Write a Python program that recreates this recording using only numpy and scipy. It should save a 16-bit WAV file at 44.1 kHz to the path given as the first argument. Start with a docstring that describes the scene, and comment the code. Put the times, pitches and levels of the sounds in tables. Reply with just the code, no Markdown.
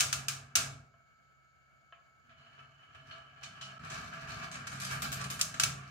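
"""Sharp clacks come first: glass marbles drop and meet on a steel wire track, close by in a small room.
Rolling over the rough rails, they whirr, swell in the bends and chatter across the welded joints.
Each contact excites the modes of the wire frame, and the wooden board beneath rumbles in forced vibration.
The geared motor of a screw lift hums faintly throughout; twice a marble tips gently onto or off the lift.
The rolling grows louder in the second half and ends in more clacks."""
import sys
import numpy as np
from scipy import signal
from scipy.fft import rfft, irfft
from scipy.io import wavfile
from scipy.ndimage import uniform_filter1d

SR = 44100
rng = np.random.default_rng(int(sys.argv[2]) if len(sys.argv) > 2 else 0)


def write(x):
    x = np.atleast_2d(x).T
    wavfile.write(sys.argv[1], SR, np.round(np.clip(x, -1, 1) * 32767).astype(np.int16))


N = 260190
TIME = np.arange(N) / SR


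def undb(db):
    """Amplitude ratio of a level in decibels."""
    return 10 ** (np.asarray(db) / 20)


def unit(x):
    """Normalisation to an rms of 1."""
    return x / np.sqrt(np.mean(x ** 2))


def on_log_axis(hz, points):
    """Interpolation of (frequency [Hz], value) points over log frequency."""
    at, value = np.transpose(points)
    return np.interp(np.log(hz + 1), np.log(at), value)


def through(x, response):
    """Convolution with an impulse response, channel by channel."""
    return signal.fftconvolve(np.atleast_2d(x), np.atleast_2d(response), axes=1)[:, :np.shape(x)[-1]]


def colour(x, points, size=4096):
    """Minimum-phase filtering by a curve of (frequency [Hz], gain [dB]) points."""
    gain = undb(on_log_axis(np.fft.rfftfreq(size, 1 / SR), points))
    cepstrum = irfft(np.log(gain))
    cepstrum[1:size // 2] *= 2
    cepstrum[size // 2 + 1:] = 0
    return through(x, irfft(np.exp(rfft(cepstrum))))


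def fade(t, t60):
    """Exponential decay, 60 dB down at t60."""
    return np.exp(-np.log(1000) * t / t60)


def wander(per_s):
    """Slow random fluctuation with a spread near 1."""
    knots = rng.standard_normal(2048)
    return np.interp(TIME * per_s, np.arange(len(knots)), knots)


def stereo_noise(size, side_db=1.3):
    """Partly correlated white noise, set by its side-to-mid ratio."""
    mid, side = rng.standard_normal((2, size))
    return unit(np.array([mid + undb(side_db) * side, mid - undb(side_db) * side]))


def add(out, s, sound):
    """Superposition of a sound starting at time s."""
    start = max(int(s * SR), 0)
    out[:, start:start + sound.shape[1]] += sound[:, :N - start]


def ring(x, modes):
    """Modal resonance: each mode is a damped cosine whose bandwidth sets its decay."""
    t = TIME[:SR // 2]
    response = sum(undb(db) * 2 * np.pi * width / SR * np.exp(-np.pi * width * t)
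                   * np.cos(2 * np.pi * hz * t) for hz, width, db in modes)
    return through(x, response)


def blow(t60, rise_s=0.00032):
    """Impact transient: waves reflect to and fro in the wires as a noise burst of unit energy."""
    t = TIME[:SR // 8]
    return unit(stereo_noise(len(t)) * fade(t, t60) * (1 - np.exp(-t / rise_s))) / np.sqrt(len(t))


def taps(size, per_s, scatter_db, t60=0.05):
    """Shot noise: tiny impacts of random time and strength, each a short burst."""
    struck = rng.random(size) < per_s / SR
    strength = undb(scatter_db * rng.standard_normal(size).clip(-2, 2))
    energy = through(struck * strength ** 2, fade(TIME[:SR // 20], t60) ** 2)
    return np.sqrt(np.abs(energy)) * stereo_noise(size)


# Impacts of glass on glass or steel: (time [s], level [dB], body re treble [dB], room send [dB])
CLACKS = [(0.0004, -11.5, 0, 7), (0.0054, -4.5, -2, -11), (0.1275, -10, 2.5, -2.5),
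          (0.2832, -11, 0.5, -1.5), (0.5538, -7, 1, 3.5), (0.557, -4.5, -11, -12), (5.412, -5, -10.5, -6),
          (5.598, -7.5, 3, -1.5), (5.6347, -5, 1.5, -5)]
# Spectrum of a clack: (frequency [Hz], gain [dB])
CLACK_COLOUR = [(150, -43.5), (400, -18), (540, -19), (680, -5), (900, -15.5), (1300, -3.5), (1650, -6),
                (1950, -8.5), (2700, -3), (4000, -4), (6500, -0.5), (8200, -4.5), (10000, -10),
                (16000, -20)]
# Thinning of the direct click; the low knock comes later, from frame and room: (frequency [Hz], gain [dB])
DIRECT_COLOUR = [(700, -11.5), (1500, -3.5), (4000, -3)]

def clacks(gain_db=14.5, room_db=-2.5, pan_db=-0.1, crack_db=-0.5, echo_delay_s=0.005):
    """Hard impact: a broadband crack and short ringing; returns the direct sound and the room's feed."""
    direct, to_room = np.zeros((2, 2, N))
    for s, db, body_db, send_db in CLACKS:
        tilt = [(1600, body_db), (5000, 0)]
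        crack = undb(crack_db) * blow(t60=0.02, rise_s=0.0006)
        add(direct, s, colour(crack + blow(t60=0.058), tilt) * undb(db + gain_db))
        contact = colour(signal.unit_impulse(SR // 8), tilt)
        add(to_room, s + echo_delay_s, contact * undb(db + gain_db + room_db + send_db))
    direct = colour(direct, DIRECT_COLOUR) * undb(np.array([[pan_db], [-pan_db]]) / 2)
    return colour(direct, CLACK_COLOUR), colour(to_room, CLACK_COLOUR)


# Modes of the wire frame: (frequency [Hz], bandwidth [Hz], gain [dB])
WIRE_MODES = [(1184, 70, 4.5), (1331, 40, 6), (1405, 70, 1.5), (1611, 53, 7), (1691, 24, 6), (2261, 30, 9),
              (2404, 45, 6.5), (2637, 55, 5), (3010, 51, 4), (3930, 25, 1), (6220, 45, 3), (7080, 35, 0.5),
              (8350, 25, 1)]

def wire_frame(x, count=40, overtone_width_hz=20, overtone_db=3.5):
    """Resonance: the frame rings at its modes, and each length of wire adds a thin treble overtone."""
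    overtones_hz = 3300 + 12000 * (np.arange(count) + rng.random(count)) / count
    return ring(x, WIRE_MODES + [(hz, overtone_width_hz, overtone_db) for hz in overtones_hz])


# Reverberation of room and frame: (frequency [Hz], 60 dB decay time [s])
ROOM_T60 = [(200, 0.94), (500, 0.78), (1100, 0.51), (3000, 0.35), (7500, 0.33), (14000, 0.25)]

def room_response(build_s=0.0026):
    """Diffuse field: a tail of unit energy builds up briefly, and its treble decays first."""
    t = TIME[:SR * 3 // 4]
    hz, frame_s, bins = signal.stft(stereo_noise(len(t), side_db=-1), SR)
    decay = fade(frame_s, on_log_axis(hz, ROOM_T60)[:, None])
    tail = signal.istft(bins * decay, SR)[1][:, :len(t)]
    return unit(tail * (1 - np.exp(-t / build_s))) / np.sqrt(len(t))


def room(x, places=5):
    """Reflections depend on source position: as the marbles move, echo patterns blend at equal power."""
    shares = np.array([wander(10) for _ in range(places)])
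    shares /= np.sqrt(np.sum(shares ** 2, axis=0))
    return sum(through(x * share, room_response()) for share in shares)


# Stretches of rolling at rising or falling speed:
# (start [s], end [s], start level [dB], end level [dB], rumble re whirr [dB])
RUNS = [(0, .5, -57, -63, 2), (.59, 0.756, -62, -69, 18), (2.25, 2.38, -75, -73, 7),
        (2.378, 3.78, -67, -61, -3), (3.812, 5.902, -51, -55, -2)]
# Bends, where the marble presses harder on the rails: (centre [s], length [s], swell [dB])
BENDS = [(2.42, 0.073, 7.5), (2.976, 0.108, 4.5), (3.115, 0.12, 10), (3.53, 0.29, 5), (3.683, 0.27, 2.5),
         (3.95, 0.23, 5.5), (4.355, 0.27, 9), (4.75, 0.076, 4), (4.898, 0.17, 11), (5.053, 0.034, 14),
         (5.217, 0.26, 8)]
# Smooth stretches, where the glass stops skipping: (centre [s], length [s], level change [dB])
LULLS = [(4.49, .07, -15), (4.635, 0.058, -6), (5.28, 0.04, -9), (5.0, 0.046, -12), (5.1, 0.048, -18)]

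def rolling_gains(onset_s=0.08, settle_s=0.16, bend_rumble_share=0.72):
    """Rolling noise grows with speed and contact force; returns the envelopes of whirr and rumble."""
    whirr, rumble = np.zeros((2, N))
    for start, end, start_db, end_db, rumble_db in RUNS:
        on_track = np.interp(TIME, [start - onset_s, start, end, end + settle_s], [0, 1, 1, 0]) ** 2
        gain = on_track * undb(np.interp(TIME, [start, end], [start_db, end_db]))
        whirr = np.maximum(whirr, gain)
        rumble = np.maximum(rumble, gain * undb(rumble_db))
    bend_db = swells(BENDS)
    return whirr * undb(bend_db + swells(LULLS)), rumble * undb(bend_rumble_share * bend_db)


def swells(rows):
    """Sum of Gaussian level changes, in decibels."""
    return sum(db * np.exp(-(2 * (TIME - s) / length) ** 2) for s, length, db in rows)


# Spectra of the fine whirr and of the bright skipping: (frequency [Hz], gain [dB])
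WHIRR_COLOUR = [(100, -29), (430, -12), (530, -23), (660, -2), (900, -13.5), (1180, -3.5), (1700, -4),
                (1950, -9), (2300, -9), (3050, -10), (3500, -20.5), (6000, -29), (12000, -56.5)]
RATTLE_COLOUR = [(1000, -45.5), (2500, 0), (4300, 5), (7000, -1.5), (8500, -7), (9500, -12.5), (12500, -13),
                 (16000, -29)]

def rails(whirr, fine_db=-8, rattle_db=-18, hop_db=-2, brisk_db=-50, skip_growth=0.46, waver_db=3.6):
    """Roughness excitation: the rails' coating taps the rolling glass, which skips and hops at speed."""
    pressure = undb(waver_db * wander(45))
    fine = unit(colour(taps(N, per_s=1400, scatter_db=7.5), WHIRR_COLOUR))
    skips = unit(colour(taps(N, per_s=520, scatter_db=5), RATTLE_COLOUR))
    hops = unit(colour(taps(N, per_s=38, scatter_db=3, t60=0.02), RATTLE_COLOUR))
    skip_share = undb(rattle_db) * (whirr / undb(brisk_db)) ** skip_growth
    return pressure * whirr * (undb(fine_db) * fine + skip_share * (skips + undb(hop_db) * hops))


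def shake_gain(attack_s=0.017, hold_s=0.046, t60=0.93, clack_db=-38.5, bump_db=-12.5):
    """Incoherent summation: blows shake the board in proportion to their body, and the energies add."""
    t, energy = TIME[:SR], np.zeros((1, N))
    envelope = np.clip(t / attack_s, 0, 1) * fade(np.maximum(t - attack_s - hold_s, 0), t60)
    for blows, shake_db in ((CLACKS, clack_db), (BUMPS, bump_db)):
        for s, db, body_db, _ in blows:
            add(energy, s, (undb(db + body_db + shake_db) * envelope[None]) ** 2)
    return np.sqrt(energy[0])


# Modes of the board and its column: (frequency [Hz], bandwidth [Hz], gain [dB])
BOARD_MODES = [(75, 18, -11.5), (105, 20, -4), (134.84, 3.3, 5.5), (234.9, 9, -7), (262, 26, -12),
               (409.5, 30, -10)]
# Wide lower loops, which boom once a marble reaches them: (frequency [Hz], bandwidth [Hz], gain [dB])
LOWER_LOOP_MODES = [(156.4, 7.8, -0.5), (188, 7.1, -3)]

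def board(rumble, shake, gain_db=-2, pan_db=-1, shake_db=-5, sway_db=-5.5, sway_hz=134.5, loops_s=3.47):
    """Forced vibration: rolling and blows drive the board; once struck, the column also sways freely."""
    force = stereo_noise(N, side_db=-16)
    boom = ring(force, BOARD_MODES) + ring(force * (TIME > loops_s), LOWER_LOOP_MODES)
    boom = colour(boom, [(30, -9.5), (65, 6.5), (230, 6), (320, -8.5), (450, -7.5), (900, -31)])
    # the load on the rails is steady, so chance swells are evened out
    running_rms = np.sqrt(uniform_filter1d(np.mean(boom ** 2, axis=0), size=SR // 10))
    forced = boom / running_rms * np.hypot(rumble, undb(shake_db) * shake)
    sway = undb(sway_db) * shake * np.sqrt(2) * np.sin(2 * np.pi * sway_hz * TIME + 0.5 * wander(7.3))
    return (forced + sway) * undb(gain_db + np.array([[pan_db], [-pan_db]]) / 2)


# Tones of shaft and gears: (frequency [Hz], level [dB])
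MOTOR_LINES = [(66, -84), (134, -79.5), (1306, -71.5), (2236, -78), (4619, -99)]
# Spectra of the grinding teeth and of the brush hiss: (frequency [Hz], gain [dB])
GEAR_COLOUR = [(30, -24), (75, 4), (140, 5.5), (330, -9.5), (520, -8.5), (680, 2), (980, -14.5),
               (1330, 4.5), (1700, 1), (1950, -20.5), (2230, 4), (2450, -15), (3000, -9.5), (4000, -32)]
BRUSH_COLOUR = [(2500, -14.5), (4500, 6), (5700, -5), (6900, 8), (7600, -4), (8600, -37), (16000, -13.5)]

def motor(gear_db=-69, brush_db=-83, speed_waver=0.0009, flutter_db=1):
    """Rotation gives a line spectrum that wavers with the load, over friction noise of teeth and brushes."""
    shaft_time = np.cumsum(1 + speed_waver * wander(13)) / SR
    lag_s = np.array([[0], [0.00015]])  # left, right
    tones = sum(undb(db - flutter_db * wander(33)) * np.sqrt(2)
                * np.sin(2 * np.pi * hz * (shaft_time - lag_s)) for hz, db in MOTOR_LINES)
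    gears = unit(colour(stereo_noise(N, side_db=0.5), GEAR_COLOUR))
    gears *= undb(gear_db + 1.5 * wander(25.08))
    brushes = unit(colour(stereo_noise(N, side_db=-2.5), BRUSH_COLOUR))
    brushes *= undb(brush_db + 1.4 * wander(60))
    return tones + gears + brushes


# A marble tips onto or off the lift: (time [s], level [dB], treble gain [dB])
LIFT_KNOCKS = [(0.94, -39, -12), (1.9245, -30, 0)]
# Modes of the wire cradle at the end of the lift: (frequency [Hz], bandwidth [Hz], gain [dB])
CRADLE_MODES = [(678, 19, 6), (1098, 26, -0.5), (1312, 37, 2), (1655, 40, 0), (2760, 50, -10),
                (3020, 74, -5)]

def lift_knocks(thud_db=-6):
    """Impulse response: one gentle tap sets the cradle ringing over a dull thud."""
    out, size = np.zeros((2, N)), SR // 8
    ringing = unit(ring(signal.unit_impulse(size), CRADLE_MODES))
    for s, db, treble_db in LIFT_KNOCKS:
        thud = colour(blow(t60=0.07, rise_s=0.002), [(350, -20), (800, 0), (2700, 0), (6000, -25)])
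        tap = colour(ringing + undb(thud_db) * unit(thud), [(700, 0), (3200, treble_db), (9000, -30)])
        add(out, s, undb(db) * tap / np.sqrt(size))
    return out


# Ringing resonances of the rolling, strongest near 3 kHz, heard from 1.9 s until the brief dip at 3.79 s:
# (frequency [Hz], bandwidth [Hz], gain [dB])
ROLLING_MODES = [(656, 33, 0.5), (1307, 18, 4.5), (1673, 25, -2.5), (2976, 93, 8.5), (3180, 41, 2),
                 (4230, 310, -1.5)]

def rolling_resonance(x, start_s=1.9, end_s=3.788, swell_db=6.5, swells_per_s=20):
    """Resonance: from start_s to end_s, x also drives ringing modes that each swell and fade at random."""
    drive = x * ((TIME > start_s) & (TIME < end_s))
    return x + sum(ring(drive * undb(swell_db * np.tanh(wander(swells_per_s))), [mode])
                   for mode in ROLLING_MODES)


# Bumps over the welded joints: (time [s], level [dB], body re treble [dB], 60 dB decay time [s])
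BUMPS = [(2.2917, -53, -3.5, 0.29), (2.577, -53.5, 3.5, 0.17), (2.9468, -50, 3, 0.19),
         (3.11, -46, -8.5, 0.15), (3.4301, -38, -7, 0.17), (3.611, -38, -5, 0.31), (3.899, -36, -8.5, 0.35),
         (4.514, -35.5, -6, 0.26), (4.537, -37, 0.5, 0.13), (4.668, -34, -3.5, 0.18),
         (4.718, -34.5, 0, 0.38), (4.7998, -31, -16, 0.62), (4.815, -34.5, -15, 0.13),
         (4.8471, -33.5, -8, 0.08), (4.91, -30.5, 1, 0.17), (5.0197, -27.5, -5.5, 0.15),
         (5.047, -44, 16, 0.1), (5.118, -28, -6.5, 0.12), (5.212, -34, 2.5, 0.06),
         (5.2405, -33.5, -5, 0.05), (5.301, -29.5, -8.5, 0.21), (5.392, -30.5, -3, 0.25),
         (5.541, -35.5, -2.5, 0.21)]
# Spectrum of a bump: (frequency [Hz], gain [dB])
BUMP_COLOUR = [(200, -11.5), (500, -5.5), (660, 8.5), (900, -3), (1250, 9.5), (2000, 5.5), (3000, 0),
               (7500, -0.5), (9500, -5.5), (12500, -4.5), (16000, -13.5)]

def bumps(gain_db=17.5, knock_db=-11, corner_hz=3200, soft_db=-47, db_per_octave=9):
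    """Inelastic bouncing: a knock, then dying chatter; a soft contact is longer, losing knock and treble."""
    out, t = np.zeros((2, N)), TIME[:SR // 3]
    for s, db, body_db, t60 in BUMPS:
        hardness = max(db - soft_db, 0) / db_per_octave  # octaves of added bandwidth
        bounces = taps(len(t), per_s=380, scatter_db=1.8, t60=0.035)
        hit = unit(bounces * fade(t, t60)) / np.sqrt(len(t))
        add(hit, 0, undb(knock_db) * min(hardness, 2) * blow(t60=0.05))
        cutoff_hz = corner_hz * 2 ** hardness
        shape = [(1500, body_db), (corner_hz, 0), (cutoff_hz, 0), (4 * cutoff_hz, -38)]
        hit = colour(colour(hit, shape), BUMP_COLOUR)
        add(out, s, undb(db + gain_db) * unit(hit) / np.sqrt(len(t)))
    return out


def scene(knock_room_db=-3, track_wire_db=-1, clack_wire_db=-4):
    """Superposition: all contacts excite one frame and one room; the brief clacks ring the frame least."""
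    whirr, rumble = rolling_gains()
    direct, to_room = clacks()
    rolling = rolling_resonance(rails(whirr))
    knocks = rolling_resonance(bumps()) + lift_knocks()
    track = rolling + knocks + room((rolling + undb(knock_room_db) * knocks)[0])
    clacking = direct + room(to_room[0])
    wires = wire_frame(undb(track_wire_db) * track + undb(clack_wire_db) * clacking)
    return track + clacking + wires + board(rumble, shake_gain()) + motor()


def record(dry, dip_s=3.788, cutoff_hz=15750):
    """Attenuation and band limiting: the level dips briefly once, and a steep low-pass cuts the top."""
    dip = np.clip(np.abs(TIME - dip_s) / 0.008, 0.1, 1)
    low_pass = signal.ellip(10, 0.2, 70, cutoff_hz, fs=SR, output="sos")
    return signal.sosfilt(low_pass, dry * dip)


dry = scene()
out = record(dry)
write(out)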